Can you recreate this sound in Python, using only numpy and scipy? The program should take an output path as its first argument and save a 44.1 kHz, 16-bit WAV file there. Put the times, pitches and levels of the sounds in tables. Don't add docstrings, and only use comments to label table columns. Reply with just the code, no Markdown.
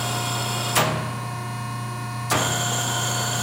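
import sys
import numpy as np
from scipy import signal
from scipy.fft import rfft, irfft, next_fast_len
from scipy.io import wavfile

SR = 44100
rng = np.random.default_rng(int(sys.argv[2]) if len(sys.argv) > 2 else 0)


def persist_wave(psi):
    counts = np.round(np.clip(psi, -1, 1) * 32767).astype(np.int16)
    wavfile.write(sys.argv[1], SR, np.atleast_2d(counts).T)


N = 150822


def amp(db):
    return 10 ** (np.asarray(db) / 20)


def unit(x):
    return x / np.sqrt(np.mean(x ** 2) + 1e-20)


def read(points, hz):
    f, value = np.transpose(points)
    return np.interp(np.log(hz + 1), np.log(f + 1), value)


def add(mix, s, sound):
    part = mix[round(s * SR):][:len(sound)]
    part += sound[:len(part)]


def noise(shape, size=N):
    n = next_fast_len(size)
    spectrum = rfft(rng.standard_normal(n)) * shape(np.fft.rfftfreq(n, 1 / SR))
    return unit(irfft(spectrum, n)[:size])


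def drift(hz):
    frames = N // 64 + 2
    f = np.fft.rfftfreq(frames, 64 / SR)
    lowpass = (f > 0) / (1 + (f / hz) ** 2)
    slow = unit(irfft(rfft(rng.standard_normal(frames)) * lowpass, frames))
    return np.interp(np.arange(N) / 64, np.arange(frames), slow)


def ramp(s, length):
    return np.clip((np.arange(N) / SR - s) / length, 0, 1)


HUM_HZ = [60, 90.2, 120.05, 150.6, 180, 210.1, 240, 269.3, 299.5]
# [level/dB, waver/dB]
HUM_LEVELS = [(-61, 2), (-51, 1.6), (-30, 0.3), (-47, 0.67), (-57.5, 2.5), (-42.5, 1.3), (-54.5, 2.6),
              (-50.5, 4.1), (-51.5, 1.8)]
HUM_LOAD_DB = 1.3


def hum(load):
    t = np.arange(N) / SR
    lines = np.zeros(N)
    for hz, (db, waver) in zip(HUM_HZ, HUM_LEVELS):
        level = amp(db + waver * drift(hz=6.8))
        lines += level * np.sin(2 * np.pi * (hz * t + rng.random()))
    return lines * amp(HUM_LOAD_DB * (load - 1.0))


PUMP_LOADED = [-47, -37, -48.5, -42, -57, -51.5, -57, -51, -62, -62, -57, -53, -59, -59, -55, -61, -57]
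PUMP_IDLE = [-50, -44, -39.5, -50, -50, -58, -50, -54.5, -64, -72, -57, -54, -61, -62, -74, -62, -63, -77,
             -59, -66, -69, -68, -64, -57.5, -67, -61, -55.5, -60, -63, -74, -63, -68, -71, -73, -77, -75,
             -73, -75, -73, -65, -75, -68]
SIDE_ORDERS = [14, 20, 26, 28, 30, 31, 32, 33, 34, 35, 37, 38, 45, 49, 50, 61]
SIDE_LOADED = [-56, -56, -54.5, -51.5, -56, -47, -42.5, -52, -49, -41.5, -51, -50, -54, -54, -54, -66]
SIDE_IDLE = [-56, -57, -66, -63, -61, -48, -45, -58, -47.5, -51, -46, -58, -61, -58, -59, -57]
# [t/s, level/dB]
PUMP_SWELL = [(0, -1.5), (.35, 1.5), (.9, 4.5), (1.25, -13), (1.42, 7), (1.65, -15), (1.93, 8), (2.2, -15),
              (2.5, -0.5), (2.9, 2), (3.4, -1.5)]
SHAFT_LOADED_HZ, SHAFT_IDLE_HZ, PULSES_PER_TURN = 29.70, 29.843, 12
SPEED_WANDER = 0.00043
WAVER_LOADED, WAVER_IDLE, WAVER_STRONG = 0.38, 0.13, 0.13


def pump(load):
    speed = SHAFT_IDLE_HZ + (SHAFT_LOADED_HZ - SHAFT_IDLE_HZ) * load
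    turns = np.cumsum(speed * (1 + SPEED_WANDER * drift(hz=8.9))) / SR
    swell_db = np.interp(np.arange(N) / SR, *np.transpose(PUMP_SWELL))
    states = [(load, WAVER_LOADED, PUMP_LOADED, SIDE_LOADED),
              (1 - load, WAVER_IDLE, PUMP_IDLE, SIDE_IDLE)]
    out = np.zeros(N)
    for share, waver, main, sides in states:
        orders = [PULSES_PER_TURN * (k + 1) for k in range(len(main))] + SIDE_ORDERS
        for k, db in zip(orders, main + sides):
            level = amp(db + swell_db if k == PULSES_PER_TURN else db)
            depth = WAVER_STRONG if db == max(main) else waver
            tone = np.sin(2 * np.pi * (k * turns + rng.random()))
            out += share * level * (1 + depth * drift(hz=4.1)) * tone
    return out


ECHO_DB, ECHO_T60_S = -7, .16


def reflected(x):
    t = np.arange(SR // 10) / SR
    cloud = rng.standard_normal(len(t)) * amp(-60 * t / ECHO_T60_S)
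    highpass = signal.butter(2, 1500, "highpass", fs=SR, output="sos")
    cloud = signal.sosfilt(highpass, cloud)
    echo = signal.fftconvolve(x, cloud / np.linalg.norm(cloud))[:N]
    return (x + amp(ECHO_DB) * echo) / np.hypot(1, amp(ECHO_DB))


# [f/Hz, relative level per Hz/dB]
WASH_COLOUR = [(25, -43), (45, -22), (85, -8), (120, -7.5), (190, -6), (280, -13.5), (350, -18.5),
               (520, -15), (700, -15), (1050, -20.5), (1250, -16), (1500, -18), (2100, -17.5), (3100, -27),
               (4200, -23.5), (5000, -24.5), (6400, -28.5), (7700, -31), (9500, -23.5), (11500, -34),
               (13000, -36), (15500, -36)]
WASH_DB = -39.5


def wash():
    return amp(WASH_DB) * reflected(noise(lambda f: amp(read(WASH_COLOUR, f))))


# [f/Hz, relative level per Hz/dB]
FLOW_FIRST = [(60, -30), (150, -1), (300, -0.5), (600, 2), (780, -2), (1050, 0), (1400, 0), (1800, -11.5),
              (2700, -7.5), (4000, -10), (4900, -8.5), (6200, -14.5), (8000, -5), (8700, -12), (10200, -10),
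              (11800, -18.5), (14500, -15), (15800, -16.5)]
FLOW_SECOND = [(60, -31), (150, 3), (300, -1), (600, 6), (780, 0.5), (1100, 2.5), (1400, 1), (1750, -5),
               (2250, -8), (2700, -6), (4300, -6), (5300, -11), (6100, -8), (8000, -6), (10200, -8),
               (11800, -15.5), (14500, -11), (15800, -16)]
SING_FIRST = [(2470, 100, -43), (2840, 57, -45), (3284, 150, -39.5), (3630, 200, -43.5), (4380, 120, -45.5),
              (5240, 78, -42), (7250, 180, -41), (7580, 250, -44.5)]
SING_SECOND = [(1470, 110, -37), (3110, 93, -37), (3240, 140, -36.5), (3446, 200, -39.5), (4460, 130, -45),
               (6596, 87, -36.5), (7010, 71, -39.5), (7230, 230, -38), (7305, 72, -33.5),
               (7560, 150, -41.5)]
FLOW_DB = -30.5


def stroke(flow, resonances, flowing, singing, flutter_db):
    rush = amp(FLOW_DB + 0.77 * drift(hz=60)) * noise(lambda f: amp(read(flow, f)))
    sing = np.zeros(N)
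    for hz, width, db in resonances:
        sing += amp(db) * noise(lambda f: 1 / (1 + ((f - hz) / (0.55 * width)) ** 2))
    flutter = unit(amp(flutter_db * (0.52 * drift(hz=35) + drift(hz=400))))
    return reflected(flowing * rush) + singing * flutter * sing


# [t/s, hold length/s, level/dB, treble tilt/dB per octave]
SPURTS = [(0.755, 0.015, -22, 8), (2.3004, 0.027, -25, 3)]
# [f/Hz, relative level per Hz/dB]
SPURT_COLOUR = [(500, -17), (2800, -13), (4000, -1.5), (6000, -1), (9000, -2), (10500, -3), (11700, -14),
                (15500, -12)]


def spurt(length, db, tilt_db):
    t = np.arange(SR // 10) / SR
    fade = np.exp(-np.maximum(t - length, 0) / 0.0062)
    envelope = np.minimum(t / 0.00087, 1) * fade

    def colour(f):
        return amp(read(SPURT_COLOUR, f) + tilt_db * np.log2(f / 1000 + 1))

    return amp(db) * envelope * noise(colour, size=len(t))


# [t/s, level/dB, tilt/dB per octave above 400 Hz]
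BLOWS = [(.757, -27, -2.5), (.7615, -17.5, 1), (.775, -19.5, -2.1), (.789, -19.5, -4), (.857, -27.5, -8),
         (2.312, -21, -2), (2.317, -20.5, -4), (2.340, -23.5, -2.5)]
# [f/Hz, relative level per Hz/dB]
CLUNK_COLOUR = [(40, -40), (90, -6), (160, -1.5), (350, -2.5), (650, 1), (1200, 2.5), (2200, -1.5),
                (2900, -0.5), (4000, -5), (6200, -10), (7600, -2), (9200, -18), (10400, -8), (12000, -25),
                (13600, -12), (14600, -22), (15700, -46)]
# [f/Hz, t60/s]
CLUNK_T60 = [(100, 1), (400, 0.19), (1000, 0.34), (2500, 0.27), (5000, 0.28), (9000, 0.11), (15000, 0.14)]
ROOM_T60 = [(100, 1.9), (1000, 1.56), (4000, 0.92), (14000, 0.29)]
# [f/Hz, level before a common 2 dB lift/dB, t60/s]
FRAME = [(87.3, -25, 1.4), (153.6, -17, 1.6), (290, -22, 0.58), (487, -20, 1.2), (628, -10.5, 0.72),
         (819, -15, 0.38), (950, -16, 0.39), (1183, -9, 0.36), (1400, -28, .4), (1500, -24, 0.52),
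         (1703, -22, 0.32)]
ROOM_DB = -9.5
BLOW_RISE_S, BASS_RISE_S = 0.00069, .012


def blow(db, tilt_db):
    t = np.arange(SR) / SR

    def colour(f):
        return amp(read(CLUNK_COLOUR, f) + tilt_db * np.log2(np.maximum(f, 400) / 1000))

    hz, at, bands = signal.stft(noise(colour, size=SR), SR, nperseg=256)
    hz = hz[:, None]
    direct = amp(-60 * at / read(CLUNK_T60, hz))
    room = amp(ROOM_DB) * amp(-60 * at / read(ROOM_T60, hz))
    rise_s = BASS_RISE_S / (1 + (hz / 500) ** 2)
    swell = 1 - np.exp(-(at + 0.003) / rise_s)
    crash = signal.istft(bands * swell * np.hypot(direct, room), SR, nperseg=256)[1][:SR]
    ring = np.zeros(SR)
    for f, level, t60 in FRAME:
        ring += amp(level - 60 * t / t60) * np.sin(2 * np.pi * (f * t + rng.random()))
    ring *= amp(2.0) * np.minimum(t / BASS_RISE_S, 1)
    return amp(db) * np.minimum(t / BLOW_RISE_S, 1) * (crash + ring)


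# [t/s, level/dB, t60/s]
SQUEALS = [(.771, -24.5, .19), (2.314, -30, .09)]
SQUEAL_HZ, SQUEAL_HALF_WIDTH_HZ = 14700, 500


def squeal(db, t60):
    t = np.arange(SR // 2) / SR
    envelope = np.minimum(t / .002, 1) * amp(db - 60 * t / t60)

    def band(f):
        return 1 / (1 + ((f - SQUEAL_HZ) / SQUEAL_HALF_WIDTH_HZ) ** 4)

    return envelope * noise(band, size=len(t))


# [t/s, level/dB, t60/s]
SHUDDERS = [(.785, -34.5, 2.1), (2.33, -38, 2.2)]
# [f/Hz, relative level per Hz/dB]
SHUDDER_COLOUR = [(40, -35), (70, -12), (90, 0), (150, -2), (200, 2), (280, -1.5), (500, -15), (1000, -39)]


def shudder(db, t60):
    t = np.arange(2 * SR) / SR
    envelope = amp(db - 60 * t / t60) * np.minimum(t / BASS_RISE_S, 1)
    return envelope * noise(lambda f: amp(read(SHUDDER_COLOUR, f)), size=len(t))


# [t/s, length/s, f/Hz, level/dB]
WHISTLE = (3, 0.4, 4447, -37)
WHISTLE_WANDER_HZ = 22


def whistle(length, hz, db):
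    size = round(length * SR)
    turns = np.cumsum(hz + WHISTLE_WANDER_HZ * drift(hz=80.1)[:size]) / SR
    swell = np.sin(np.linspace(0, np.pi, size))
    return np.sqrt(2) * amp(db) * swell * np.sin(2 * np.pi * turns)


STOP_S, START_S, LOAD_LAG_S = .775, 2.315, .05
SING_DELAY_S, SING_RISE_S, SING_SETTLE_DB = 0.02, 0.055, -2.5


def scene():
    first = 1 - ramp(STOP_S, LOAD_LAG_S)
    second = ramp(START_S, LOAD_LAG_S)
    load = first + second
    settle = amp(SING_SETTLE_DB * ramp(START_S, 1))
    singing = ramp(START_S + SING_DELAY_S, SING_RISE_S) * settle
    mix = np.sqrt(2) * (hum(load) + pump(load)) + wash()
    mix += stroke(FLOW_FIRST, SING_FIRST, first, first, flutter_db=1.1)
    mix += stroke(FLOW_SECOND, SING_SECOND, second, singing, flutter_db=1)
    for table, source in [(SPURTS, spurt), (BLOWS, blow), (SQUEALS, squeal), (SHUDDERS, shudder)]:
        for s, *row in table:
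            add(mix, s, source(*row))
    add(mix, WHISTLE[0], whistle(*WHISTLE[1:]))
    return np.array([mix, mix])


EDGE_HZ = 15850


def record(dry):
    highpass = signal.butter(2, 45, "highpass", fs=SR, output="sos")
    thin = signal.sosfilt(highpass, dry)
    lowpass = signal.firwin(801, EDGE_HZ, window=("kaiser", 9), fs=SR)
    return signal.oaconvolve(thin, lowpass[None], "same")


dry = scene()
out = record(dry)
persist_wave(out)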